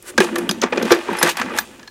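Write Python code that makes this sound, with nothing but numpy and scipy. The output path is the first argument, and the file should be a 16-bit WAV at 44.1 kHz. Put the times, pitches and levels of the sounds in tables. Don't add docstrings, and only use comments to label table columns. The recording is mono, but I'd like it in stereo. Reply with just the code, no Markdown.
import sys
import numpy as np
from scipy import signal
from scipy.fft import rfft, irfft, next_fast_len
from scipy.io import wavfile
from scipy.ndimage import map_coordinates

SR = 44100
rng = np.random.default_rng(int(sys.argv[2]) if len(sys.argv) > 2 else 0)


def digitize_waveform(pressure):
    field = np.atleast_2d(pressure).T
    bounded = np.clip(field, -1, 1)
    quanta = np.round(bounded * 32767).astype(np.int16)
    wavfile.write(sys.argv[1], SR, quanta)


N = 83790

# start in seconds, overall level in dB, then the levels added
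# for deep, boom, body, clack and tick in dB, left minus right in dB before PAN_SHARE, contact in seconds.
KNOCKS = [(0.025, -29.5, -18, -48, -31, -18, -8, 6, 0.0017),
          (0.178, -2.5, -7, -12, -7, -9, -23, 10, 0.0046),
          (0.203, -1, -42, -11.5, -6.5, -9.5, -21, 6, 0.0028),
          (0.239, -19, -9, -21, -9, -8.5, -16, 1, 0.0094),
          (0.357, -11, -30, -28, -7.5, -12, -20, 6.5, 0.0031),
          (0.383, -20, -4.5, -5.5, -14, -5.5, -5, 11.5, 0.0035),
          (0.4918, -5, -26, -18, -12, -9, -17, 8, 0.002), (0.511, -8.5, -24, -16, -15.5, -7, -16, 9, 0.001),
          (0.617, 1, -19, -36, -34, -20.5, -30.5, 8.5, 0.0023),
          (0.623, -16.5, -12, -6, -6, -11, -43, 3, 0.015),
          (0.635, -12.5, -25, -16, -5, -7, -46, -3.0, 0.0053),
          (0.723, -12.5, -30, -15, -8.5, -20.5, -52, -0.5, 0.012),
          (0.774, -12, -18, -9.5, -7, -11.5, -52, 0, 0.0052),
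          (0.813, -24.5, -32, 2, -3, -22, -34, -4, 0.0029),
          (0.826, -18.5, -22, -2, -9, -5.5, -12.5, 1, 0.0041),
          (0.853, -17, -4, -4, -12, -11, -18, 7, 0.0032), (0.906, -6.5, -24, -6, -9, -16.5, -31, 3, 0.0045),
          (0.917, -7, -24, -6, -3.5, -3, -12.5, -3, 0.007),
          (0.946, -19, -27, -15, -17, -23, -14, 1, 0.0027), (0.987, -21, -7, -6, -14, -27, -21, 3, 0.0024),
          (1.13, -16.5, -30, -17, -6, -38, -18, 1, 0.002), (1.17, -25, -28, -12, -32, -14, -12, 6, 0.0028),
          (1.186, -17.5, -28, -15, -7, -10, -19, 2, 0.004), (1.213, -7, -32, -17, -11, -37, -36, 1, 0.0017),
          (1.228, 1, -18, -21, -9, -7, -6, 4, 0.0017), (1.275, -12.5, -37, -8.5, -28, -13, -12, 5, 0.0017),
          (1.292, -12, -50, -53, -9.5, -12, -11.5, 4, 0.0087),
          (1.37, -11, -31, -39, -11, -13.5, -15, 7, 0.0027),
          (1.397, -4.5, -13, -22.5, -13, -27, -25.5, 4, 0.0019),
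          (1.414, -8, -46, -36, -9, -17, -28, 4, 0.0044), (1.563, -21, -34, -34, -13, -16, -14, 4, 0.0034),
          (1.576, -16, -18, -41, -30, -14, -11, 17, 0.0017),
          (1.586, -2, -49, -42, -17, -12, -14, 3.5, 0.0033),
          (1.794, -42.5, -14, -30, 1, -2, -28, 18, 0.0033),
          (1.829, -34.5, -11, -21, -7.5, -2.5, -36, 6, 0.0035),
          (1.875, -33, -36, -34, -7.5, -3.5, -24, 8, 0.003)]
# rise in seconds, one row per register from deep to tick.
KNOCK_RISE_S = [0.0072, 0.0039, 0.00089, 0.00059, 0.00012]
PAN_SHARE = [0.33, 0.29, 0.36, 0.7, 0.6]
# time in seconds, then drive levels of the deep rumble, rumble,
# rattle and scrape in dB.
SLIDE = [(0, -80, -61, -59.5, -55), (0.098, -68, -47.5, -47.5, -55), (0.163, -35.5, -55, -53.5, -52.5),
         (0.221, -50, -26, -23, -24.5), (0.27, -36, -41, -32, -35.5), (0.34, -34.5, -35.5, -35, -43),
         (0.42, -35, -38, -35, -39.5), (0.47, -33.5, -39.5, -38.5, -45), (0.54, -35, -45.5, -40.5, -52),
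         (0.59, -38, -46.5, -45.5, -44), (0.658, -47, -59, -28, -87), (0.705, -38, -49, -44.5, -49),
         (0.759, -34, -32, -30, -39.5), (0.84, -27.5, -32, -30, -38), (0.885, -36, -49, -30.5, -30.5),
         (0.94, -55, -29.5, -23.5, -29), (0.98, -66, -35.5, -33.5, -37.5), (1.04, -47, -42, -37, -38),
         (1.076, -44, -38, -35, -40), (1.101, -23.5, -27, -28, -39), (1.155, -56, -39.5, -31.5, -37.5),
         (1.2, -47, -34.5, -26.5, -34), (1.251, -40, -24.5, -21.5, -25.5), (1.284, -52, -44.5, -19.5, -23),
         (1.313, -57, -37, -35.5, -24), (1.349, -43, -77, -42, -50), (1.385, -71, -51, -28.5, -33),
         (1.432, -33, -36, -31, -37), (1.481, -33.5, -44, -34, -43.5), (1.53, -42.5, -33, -31, -40),
         (1.573, -38, -37, -24.5, -34), (1.61, -45, -58, -36, -55), (1.65, -49, -51.5, -49.5, -43),
         (1.75, -51.5, -52, -47, -48.5), (1.89, -65, -59, -58.5, -59)]
# time in seconds, lead of the left port in microseconds,
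# left minus right of the scrape in dB.
PLACE = [(0, 104, 5.5), (.58, 97, -0.5), (.63, -110, 11), (.8, -58, -3), (1.14, -39, 2), (1.2, 19.5, 1.5),
         (1.5, 40, -1), (1.58, 126, 2), (1.9, 73, 0)]
# pitch in Hz, relative level in dB,
# time to fade by 60 dB in seconds.
STEEL_MODES = [(190, 2, 0.12), (215, 3, 0.12), (260, 3, 0.04), (345, 4, 0.1), (426.6, 0, 0.025),
               (441.6, -1.5, 0.089), (498, 5.5, 0.02), (850, -1, 0.025), (1000, 5, 0.022), (1165, 4, 0.017),
               (1585, 2, 0.021), (1700, 3.5, 0.025), (2016, -1, 0.013), (2450, 3.5, 0.026)]
# frequency in Hz, relative level in dB per Hz.
SCRAPE_COLOUR = [(1470, -47), (2500, 5.5), (4300, -3), (9220, -7), (16000, -25.5)]
# start in seconds,
# pitch in Hz, level of the main tone in dB, time to fade by 60 dB in seconds, left minus right in dB.
CLINKS = [(0.181, 1615, -5, 0.045, 4), (0.206, 1676, -3.5, 0.04, 5), (0.204, 375, -4.5, 0.07, 3),
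          (.36, 1780, -14.5, 0.035, 6), (.495, 200, -10.5, 0.1, 2), (0.636, 385, -8, 0.05, 4),
          (.638, 250, -16, .1, 2), (.18, 255, -10, .05, 2), (.828, 483, -17.5, 0.14, 4),
          (.916, 404, 3, 0.04, 1), (1.228, 1700, -1, 0.026, -7), (1.228, 165.5, -22, 0.18, 2),
          (1.23, 509, -16, 0.15, 6), (0.4918, 3250, -6, 0.014, 20), (.626, 4250, -24, .05, 5),
          (.724, 480, -13, 0.05, 0), (.76, 450, -19, .03, 0), (.811, 470, -16, .04, 0),
          (1.587, 1680, -5, 0.024, 2), (1.586, 5360, -21.5, 0.019, 25), (1.09, 970, -13, 0.03, 1),
          (1.088, 400, -17, .08, 1), (.386, 9400, -45, 0.18, 5), (1.215, 980, -14, .025, 1),
          (1.291, 960, -14, .03, 1), (1.266, 520, -18, .06, 2), (1.414, 1100, -16, .025, 2),
          (1.505, 1250, -23, .03, 1), (1.537, 900, -22, .03, 1), (.07, 364, -41, 0.8, 3),
          (.325, 335, -20, 0.3, 4), (.378, 345, -18, .25, 4), (.52, 335, -22, .12, 3),
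          (1.133, 890, -15.5, 0.034, 1), (1.397, 1152, -15, 0.045, 4), (.492, 2900, -10, .018, -8),
          (.494, 4950, -17, 0.04, -14), (.511, 9950, -19, 0.012, 11), (.511, 5700, -16, .012, 14),
          (.514, 12530, -37, 0.1, 4), (.616, 6290, -12.5, 0.018, -12), (.726, 2450, -17, .04, -4),
          (.777, 2450, -17, 0.046, -2), (.828, 4000, -29, 0.053, 11), (1.187, 11120, -23, 0.1, -1),
          (1.197, 11120, -26, .07, -1), (1.188, 5250, -30.5, .15, 0), (1.314, 14570, -35, .09, 14),
          (1.395, 13700, -29, 0.049, 4), (1.593, 14570, -22, .1, 7), (1.832, 1700, -32, 0.038, 5),
          (1.879, 1700, -29.5, .035, 8), (1.877, 4220, -32, 0.041, 9)]
# frequency in Hz, relative level in dB per Hz.
BRUSH_COLOUR = [(700, -30), (997, -15), (1560, -5), (3030, -11), (9600, -10), (16000, -21)]
# frequency in Hz, relative level in dB per Hz.
ROOM_TONE_COLOUR = [(15, -44), (25, 13.5), (190, 0), (500, -14), (988, -17), (2000, -15), (7310, -9),
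                    (16000, -43)]
# frequency in Hz, likeness from 0 (unrelated) to 1 (same).
LIKENESS = [(45, 0.6), (100, 1), (700, 0.88), (1500, 0.65), (3000, 0.24), (6000, 0.5), (13000, 0.17)]

KNOCK_FALL_S = 0.0034
FIRST_BLOW_DB = 13
CONTACTS_PER_S, CONTACT_SPREAD_DB = 6000, 2.5
TUMBLES_PER_S, LUMPS_PER_S, LUMPS_DB = 1500, 40, 2
DEEP_HZ, BOOM_HZ, BODY_HZ, CLACK_HZ, TICK_HZ = 161.2, 300, 653, 3020, 6670
TICK_TOP_HZ = 13400
DENSE_DB = -1
THUD_DB, THUD_HZ = -24, 66
CLINK_RISE_CYCLES, CLINK_ROOM_DB = 0.8, -10
PARTNER, PARTNER_RATIO = 0.35, 1.003
BRUSH_S, BRUSH_RISE_S, BRUSH_FALL_S, BRUSH_DB = 0.096, 0.023, 0.009, -30.5
ROOM_DB, ROOM_T60_S, WALL_CUT_HZ = -14, 0.17, 10700
ROOM_TONE_DB = -50
HISS_DB, HISS_LOW_HZ = -56, 8000
CLIP_TOP, CLIP_HARD = 1.0, 4
MIC_LOW_HZ, CUTOFF_HZ = 61.3, 16250


def amp(db):
    return 10 ** (np.asarray(db) / 20)


def rms_one(x):
    return x / np.sqrt(np.mean(x ** 2) + 1e-20)


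def at_hz(points, hz):
    table = np.array(points)
    return np.interp(np.log(hz + 1), np.log(table[:, 0]), table[:, 1])


def coloured(x, colour):
    gain = amp(at_hz(colour, np.fft.rfftfreq(N, 1 / SR)))
    return rms_one(irfft(rfft(x) * gain, N))


def three_rows():
    return rng.standard_normal((2, N))[[0, 0, 1]]


def sides(pan_db):
    return amp(np.array([[0.5], [-0.5], [-0.5]]) * pan_db)


def tray():
    deep_knocks = knock_force(0)
    deep, rumble, rattle = sliding_forces()
    thud = amp(THUD_DB) * steel(deep_knocks, THUD_HZ, DEEP_HZ)
    low = steel(deep_knocks + deep, DEEP_HZ, BOOM_HZ)
    boom = steel(knock_force(1) + rumble, BOOM_HZ, BODY_HZ)
    body = steel(knock_force(2) + rattle, BODY_HZ, CLACK_HZ)
    clack = steel(knock_force(3), CLACK_HZ, TICK_HZ)
    tick = steel(knock_force(4), TICK_HZ, TICK_TOP_HZ)
    return thud + low + boom + body + clack + tick + scrape()


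def knock_force(register):
    run, first = np.zeros((3, N)), np.zeros((3, N))
    t = np.arange(int(0.06 * SR)) / SR
    for start_s, level_db, *register_db, pan_db, length_s in KNOCKS:
        rise = np.minimum(t / KNOCK_RISE_S[register], 1)
        fall = np.exp(-np.maximum(t - length_s, 0) / KNOCK_FALL_S)
        gain = sides(pan_db * PAN_SHARE[register]) * amp(level_db + register_db[register])
        i = int(start_s * SR)
        run[:, i:i + len(t)] += (gain * rise * fall)[:, :N - i]
        first[:, i] += amp(FIRST_BLOW_DB) * gain[:, 0]
    return run * contacts() + first


def contacts(per_s=CONTACTS_PER_S):
    spread_db = CONTACT_SPREAD_DB * np.minimum(rng.exponential(1, (2, N)), 5)
    sizes = amp(spread_db) * rng.standard_normal((2, N))
    hits = rng.random((2, N)) < per_s / SR
    return rms_one(sizes * hits)[[0, 0, 1]]


def steel(force, low_hz, high_hz):
    band = signal.butter(3, [low_hz, high_hz], "band", fs=SR, output="sos")
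    probe = np.vstack([force, np.arange(N) == 0])
    answer = signal.sosfilt(band, probe + 1e-18)
    answer = answer / np.linalg.norm(answer[-1])
    modes = []
    for k, (hz, db, t60) in enumerate(STEEL_MODES):
        if low_hz < hz < high_hz:
            modes.append(amp(db) * (-1) ** k * ring(probe, hz, t60))
    if modes:
        clear = sum(modes)
        answer = amp(DENSE_DB) * answer + clear / np.linalg.norm(clear[-1])
    return answer[:-1]


def ring(x, hz, t60):
    shrink = amp(-60 / (max(t60, 0.005) * SR))
    turn = 2 * np.pi * hz / SR
    return signal.lfilter([0, np.sin(turn)], [1, -2 * shrink * np.cos(turn), shrink ** 2], x + 1e-18)


def sliding_forces():
    t = np.arange(N) / SR
    time_s, *levels_db = np.transpose(SLIDE)
    return [amp(np.interp(t, time_s, db)) * lumps() * contacts(TUMBLES_PER_S) for db in levels_db[:3]]


def lumps():
    place = np.arange(N) / SR * LUMPS_PER_S
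    steps = rng.standard_normal(int(N / SR * LUMPS_PER_S) + 3)
    return amp(LUMPS_DB * np.interp(place, np.arange(len(steps)), steps))


def scrape():
    t = np.arange(N) / SR
    slide, place = np.transpose(SLIDE), np.transpose(PLACE)
    rubbing = amp(np.interp(t, slide[0], slide[4])) * contacts()
    strength = np.sqrt(np.mean(rubbing ** 2))
    return sides(np.interp(t, place[0], place[2])) * strength * coloured(rubbing, SCRAPE_COLOUR)


def clinks():
    out, t = np.zeros((3, N)), np.arange(int(0.4 * SR)) / SR
    for start_s, hz, db, t60, pan_db in CLINKS:
        main = np.sin(2 * np.pi * hz * t)
        partner = PARTNER * np.sin(2 * np.pi * (hz * PARTNER_RATIO * t + rng.random()))
        rise = np.minimum(t / max(0.0004, CLINK_RISE_CYCLES / hz), 1)
        tone = (main + partner) * amp(db - 60 * t / t60) * rise
        i = int(start_s * SR)
        out[:, i:i + len(t)] += (sides(pan_db) * tone)[:, :N - i]
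    return out


def brush():
    t = np.arange(N) / SR - BRUSH_S
    width_s = np.where(t < 0, BRUSH_RISE_S, BRUSH_FALL_S)
    shape = np.exp(-0.5 * (t / width_s) ** 2)
    return amp(BRUSH_DB) * shape * sides(3.3) * coloured(three_rows(), BRUSH_COLOUR)


def workshop(x):
    t = np.arange(int(0.5 * SR)) / SR
    fade = amp(-60 * t / ROOM_T60_S) * np.minimum(t / 0.0027, 1)
    tail = rng.standard_normal((2, len(t))) * fade
    dull = np.exp(-2 * np.pi * WALL_CUT_HZ / SR)
    tail = signal.lfilter([1], [1, -dull], tail)
    return signal.fftconvolve(x, tail[[0, 0, 1]] / np.linalg.norm(tail[0]), axes=1)[:, :N]


def room_tone():
    return amp(ROOM_TONE_DB) * coloured(three_rows(), ROOM_TONE_COLOUR)


def two_ports(rows):
    size = next_fast_len(N + 4096)
    _, shared, own = rfft(rows, size)
    alike = np.clip(at_hz(LIKENESS, np.fft.rfftfreq(size, 1 / SR)), 0, 1)
    right = irfft(alike * shared + np.sqrt(1 - alike ** 2) * own, size)[:N]
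    late = np.interp(np.arange(N) / SR, *np.transpose(PLACE)[:2]) * SR / 1e6
    right = map_coordinates(right, [np.arange(N) - late], order=5, mode="nearest")
    return np.array([rows[0], right])


def scene():
    near, tones = tray() + brush(), clinks()
    echo = amp(ROOM_DB) * workshop(near + amp(CLINK_ROOM_DB) * tones)
    return two_ports(near + tones + echo + room_tone())


def record(dry):
    hiss_filter = signal.butter(1, HISS_LOW_HZ, "high", fs=SR, output="sos")
    hiss = signal.sosfilt(hiss_filter, rng.standard_normal(dry.shape))
    fed = dry + amp(HISS_DB) * hiss
    squashed = fed / (1 + np.abs(fed / CLIP_TOP) ** CLIP_HARD) ** (1 / CLIP_HARD)
    bass_cut = signal.butter(2, MIC_LOW_HZ, "high", fs=SR, output="sos")
    top_cut = signal.cheby2(18, 45, CUTOFF_HZ, fs=SR, output="sos")
    heard = signal.sosfilt(top_cut, signal.sosfilt(bass_cut, squashed))
    return np.clip(heard, -CLIP_TOP, CLIP_TOP)


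dry = scene()
out = record(dry)
digitize_waveform(out)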